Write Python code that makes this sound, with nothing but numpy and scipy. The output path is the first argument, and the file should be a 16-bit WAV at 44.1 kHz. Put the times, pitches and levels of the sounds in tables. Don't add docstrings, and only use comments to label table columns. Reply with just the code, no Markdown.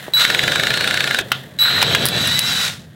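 import sys
import numpy as np
from scipy import signal
from scipy.fft import rfft, irfft, next_fast_len
from scipy.io import wavfile

SR = 44100
rng = np.random.default_rng(int(sys.argv[2]) if len(sys.argv) > 2 else 0)


def put_to_file(sound):
    columns = np.atleast_2d(sound).T
    safe = np.clip(columns, -1, 1)
    whole_steps = np.round(safe * 32767)
    wavfile.write(sys.argv[1], SR, whole_steps.astype(np.int16))


N = 130095
TIME = np.arange(N) / SR
SWITCH_HZ, JITTER_HZ = 3928.4, 55

# pitch in Hz, t60 in seconds, dB under gear rattle, dB under the clutch.
HOUSING = [(1431, 0.06, -9.5, -11.5), (1500, 0.016, -12, -4), (1720, 0.021, -19, -0.5),
           (2247, 0.02, -22, -7.5), (2580, 0.005, -10.5, -4), (2990, 0.0095, -8.5, -7),
           (3618, 0.02, -10.5, -3.5)]
# frequency in Hz, level in dB.
KNOCK_COLOUR = [(350, -14), (1450, 0), (2200, -4), (3400, 1), (5000, -12.5), (16000, -21.5)]


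def drill():
    # trigger pressed and released in seconds, spin-down in dB per second.
    runs = [(.1365, 1.214, 2500), (1.588, 2.67, 180)]
    # time in seconds, turns per second.
    speed_curve = [(.137, 60), (.26, 258), (.53, 305), (.69, 346), (.85, 365), (.98, 369), (1.08, 355),
                   (1.2, 310), (1.588, 50), (1.65, 198), (1.81, 160), (1.87, 268), (2.26, 298), (2.36, 325),
                   (2.41, 326), (2.5, 346), (2.56, 325), (2.8, 295)]
    # time in seconds, gear level in dB, brush level in dB.
    effort = [
        [(.137, -38, -42.5), (.21, -19.5, -23), (.3, -29, -33), (.9, -30, -37.5), (1.21, -34, -34.5)],
        [(1.588, -32, -34), (1.66, -26, -37), (1.82, -24.5, -33.5), (2.11, -28.5, -34.5), (2.2, -26.5, -30.5),
         (2.62, -26.5, -26)],
    ]
    # time in seconds, level in dB.
    whine_levels = [
        [(.137, -13.5), (.17, -14.5), (.33, -28.5), (1.21, -36)],
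        [(1.588, -19), (1.615, -13.5), (1.71, -23.5), (2.1, -28.5), (2.38, -22.5), (2.67, -27.5)],
    ]
    # frequency in Hz, level in dB.
    hiss_colour = [(4500, 1.5), (7500, -3.5), (12000, -10.5), (16000, -16)]
    laboured_speed, free_speed = 205, 285
    onset_s, rattle_db, tooth_depth = 0.054, 1.5, 0.2
    speed, = in_time(speed_curve)
    turns = np.cumsum(speed * (1 + .003 * drift(JITTER_HZ))) / SR
    free = np.clip((speed - laboured_speed) / (free_speed - laboured_speed), 0, 1)
    out = 0
    for run, (start, stop, fall) in enumerate(runs):
        gear_db, hiss_db = in_time(effort[run])
        turning = np.clip((TIME - start) / onset_s, 0, 1)
        running = (TIME > start) * from_db(-fall * np.clip(TIME - stop, 0, 1))
        once_a_turn = 1 + tooth_depth * np.cos(2 * np.pi * turns)
        rattle = rms_one(from_db(rattle_db * drift(hz=136)) * once_a_turn)
        teeth = from_db(gear_db) * gears(run, turns, rattle, singing=free ** 2 * running)
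        brushes = from_db(hiss_db) * rattle * noise(hiss_colour)
        strain = (1 - free) * turning * labour(turns)
        out += running * (teeth + brushes + strain) + whine(whine_levels[run], start, stop, turning)
    return out


def gears(run, turns, rattle, singing):
    # multiple of motor speed, dB in the first run, dB in the second.
    orders = [(6.17, -20, -7.5), (8, -20, -12), (9.35, -25, -8), (11.4, -20, -6), (12, -1.5, -2.5),
              (14, -25, -8.5), (16, -16, -11.5), (18, -28, -18), (20, -15.5, -15), (22, -28, -17),
              (24, -14.5, -20), (28, -21, -22)]
    # frequency in Hz, level in dB.
    rasp_colour = [(180, -29), (300, -32), (483, -10.5), (1050, -9), (1600, -1), (2290, -5.5), (3130, -5.5),
                   (3820, 1.5), (4850, -14.5), (7000, -28.5)]
    rasp_db, fading_db = 3.5, 4.5
    housing = sum(from_db(db) * rms_one(ring(rattle * rng.standard_normal(N), hz, t60))
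                  for hz, t60, db, _ in HOUSING)
    tones = 0
    for multiple, *db in orders:
        fading = from_db(fading_db * drift(hz=13.4))
        phase = 2 * np.pi * multiple * turns + drift(JITTER_HZ) / 2
        tones += from_db(db[run]) * rms_one(fading * np.sin(phase))
    return from_db(rasp_db) * rattle * noise(rasp_colour) + housing + singing * tones


def whine(levels, start, stop, turning):
    # harmonic number, level in dB, flutter depth, extra dB per dB of whine.
    partials = [(1, 5, 0.3, 0), (2, -16.5, 0.83, -0.2), (3, -12, 0.76, 0.3), (4, -18, 0.38, 0.5)]
    stall_db, flutter_hz = -15, 131
    level_db, = in_time(levels)
    out = 0
    for harmonic, db, depth, growth in partials:
        flutter = drift(flutter_hz) + 1j * drift(flutter_hz) / 2
        tone = np.exp(2j * np.pi * harmonic * SWITCH_HZ * TIME)
        gain = from_db(db + growth * (level_db - stall_db))
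        out += gain * np.real((1 + depth * turning * flutter) * tone)
    return out * from_db(level_db) * (TIME > start) * (TIME < stop)


def labour(turns):
    # frequency in Hz, level in dB.
    scrape_colour = [(1400, -0.54), (1850, -0.46)]
    above_db, below_db, scrape_db, grit_db = -20, -25, -28, 5.5
    above, below = (np.sin(2 * np.pi * (SWITCH_HZ * TIME + side * turns)) for side in (1, -1))
    scrape = from_db(scrape_db + grit_db * drift(hz=92)) * noise(scrape_colour)
    return from_db(above_db) * above + from_db(below_db) * below + scrape


def clutch():
    jump_times = [.2496, 0.3008, 0.347, .392, 0.436, 0.479, .519, 0.5574, 0.597, .6346, 0.669, 0.7048,
                  0.7392, .773, 0.8081, .842, 0.8755, .909, 0.9422, .973, 1.0055, 1.0404, 1.075, 1.1094,
                  1.1455, 1.1874]
    # frequency in Hz, level in dB.
    crack_colour = [(1100, -9.5), (1650, 4), (2600, -2.5), (3900, -1.5), (5200, -12.5), (16000, -24)]
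    jump_db, first_extra_db, settle_s = -10, 5, 0.23
    touch_s, touch_loss_db = 0.001124, 20
    ride_db, ride_s, crack_db, crack_s = -10, 0.0048, -2, 0.0034
    jumps = [(s, jump_db + first_extra_db * np.exp((jump_times[0] - s) / settle_s)) for s in jump_times]
    times, levels = np.transpose([(s + touch_s * (ball + rng.uniform(0.52, 1)), db - touch_loss_db * ball)
                                  for s, db in jumps for ball in range(3)])
    rings = 0
    for mode, (hz, t60, _, db) in enumerate(HOUSING):
        strikes = clicks(times, levels + db + rng.normal(0, 1, len(times)))
        rings += (-1) ** mode * ring(strikes, hz, t60)
    scrape = sum(from_db(db + ride_db) * (TIME < s) * np.exp(-np.minimum(np.abs(TIME - s) / ride_s, 20))
                 for s, db in jumps)
    cracks = bursts([(s + touch_s / 2, db + crack_db, crack_s) for s, db in jumps])
    return rings + (scrape + cracks) * noise(crack_colour)


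def knocks():
    # start in seconds, level in dB, decay in seconds.
    catches = [(1.1882, -13, 0.0056), (1.3177, -5.5, 0.0047), (1.8167, -10, 0.0062), (1.827, 0, 0.004),
               (1.9489, -3, 0.0059)]
    # pitch in Hz, level in dB, t60 in seconds.
    shaft_modes = [(1411, -17.5, 0.1), (1650, -34, 0.55)]
    # frequency in Hz, level in dB.
    buzz_colour = [(3300, 0), (3500, 0)]
    buzz_db, buzz_s = -21.5, 0.045
    times, levels, _ = np.transpose(catches)
    shaft = sum(ring(clicks(times, levels + db), hz, t60) for hz, db, t60 in shaft_modes)
    buzz = bursts([(s, db + buzz_db, buzz_s) for s, db, _ in catches]) * noise(buzz_colour)
    return bursts(catches) * noise(KNOCK_COLOUR) + shaft + buzz


def chips():
    # start in seconds, level in dB.
    snaps = [(2.055, -3.5), (2.063, -2.5), (2.0867, -7), (2.2737, -13.5), (2.392, -2)]
    # frequency in Hz, level in dB.
    snap_colour = [(1400, 6), (2500, 0.5), (4800, 5.5), (7000, -15), (9500, 7), (16000, -6.5)]
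    snap_s, tail_db, tail_s = 0.00081, -11, 0.0088
    attacks = bursts([(s, db, snap_s) for s, db in snaps])
    tails = bursts([(s, db + tail_db, tail_s) for s, db in snaps])
    return (attacks + tails) * noise(snap_colour)


def handling():
    # start in seconds, level in dB, decay in seconds.
    bumps = [(.0808, -19.5, 0.005)]
    jolts = [(1.207, -24.5, 0.0091)]
    # frequency in Hz, level in dB.
    bump_colour = [(300, 1), (650, 0.5), (1500, -23)]
    jolt_colour = [(60, -2), (500, 8)]
    return bursts(bumps) * noise(bump_colour) + bursts(jolts) * noise(jolt_colour)


def workpiece():
    # time in seconds, level in dB.
    rub_levels = [(.045, -34.5), (.11, -42.5), (1.22, -43), (1.36, -38.5), (1.5, -47.5), (2.95, -54)]
    # time in seconds, hum in dB, grinding in dB.
    low_levels = [(.24, -41, -46), (.28, -34.5, -31.5), (.57, -30.5, -29.5), (1.2, -38, -34.5),
                  (1.24, -38, -39), (1.6, -39.5, -49.5), (1.86, -25.5, -25), (2.2, -24.5, -29.5),
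                  (2.3, -27, -38), (2.95, -42, -56.5)]
    # frequency in Hz, level in dB.
    rub_colour = [(600, -8), (1400, -5.5), (1830, 4), (2300, -10), (3600, -4), (5000, -16.5),
                  (16000, -18.5)]
    hum_colour = [(60, -26), (133, -5.5), (230, -15.5), (800, -53)]
    grind_colour = [(170, -13), (480, -4), (700, -5.5), (1100, -23)]
    rub_db, = in_time(rub_levels)
    hum_db, grind_db = in_time(low_levels)
    rub = from_db(rub_db + 2 * drift(hz=90)) * noise(rub_colour)
    hum = from_db(hum_db) * noise(hum_colour)
    grind = from_db(grind_db + 0.97 * drift(hz=23)) * noise(grind_colour)
    return rub + hum + grind


def room(x, level_db=-15, t60_s=0.16):
    tail = (noise(KNOCK_COLOUR) * np.exp(-np.log(1000) * TIME / t60_s))[:SR]
    return from_db(level_db) * signal.fftconvolve(x, tail / np.linalg.norm(tail))[:N]


def from_db(db):
    return 10 ** (np.asarray(db) / 20)


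def rms_one(x):
    return x / np.sqrt(np.mean(x ** 2))


def in_time(rows):
    s, *columns = np.transpose(rows)
    return [np.interp(TIME, s, c) for c in columns]


def noise(colour):
    hz, db = np.transpose(colour)
    size = next_fast_len(N)
    octave, known = np.log2(np.arange(size // 2 + 1) * SR / size + 1), np.log2(hz)
    beyond = np.abs(octave - np.clip(octave, known[0], known[-1]))
    gain = from_db(np.interp(octave, known, db) - 26 * beyond)
    return rms_one(irfft(rfft(rng.standard_normal(size)) * gain, size)[:N])


def drift(hz):
    lowpass = signal.butter(2, hz, fs=SR, output="sos")
    return rms_one(signal.sosfilt(lowpass, rng.standard_normal(N + SR))[SR:])


def ring(drive, hz, t60):
    r, w = np.exp(-np.log(1000) / (t60 * SR)), 2 * np.pi * hz / SR
    return signal.lfilter([0, np.sin(w)], [1, -2 * r * np.cos(w), r * r], drive + 1e-18)


def clicks(s, db):
    return np.bincount((s * SR).astype(int), from_db(db), N)


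def bursts(rows):
    return sum(from_db(db) * (TIME >= s) * np.exp(-np.clip((TIME - s) / decay, 0, 20))
               for s, db, decay in rows)


def scene():
    hits = clutch() + knocks() + handling() + chips()
    return (drill() + hits + room(hits) + workpiece())[None]


def record(dry):
    limit_db, attack_s, release_db_per_s, cutoff_hz = -1, 0.0023, 73, 16000
    over_db = np.maximum(20 * np.log10(np.abs(dry[0]) + 1e-9) - limit_db, 0)
    held_db = np.maximum.accumulate(over_db + release_db_per_s * TIME) - release_db_per_s * TIME
    pole = np.exp(-1 / (attack_s * SR))
    duck_db = signal.lfilter([1 - pole], [1, -pole], held_db)
    limited = np.clip(dry * from_db(-duck_db), -1, 1)
    return signal.sosfilt(signal.ellip(10, .1, 80, cutoff_hz, fs=SR, output="sos"), limited)


dry = scene()
out = record(dry)
put_to_file(out)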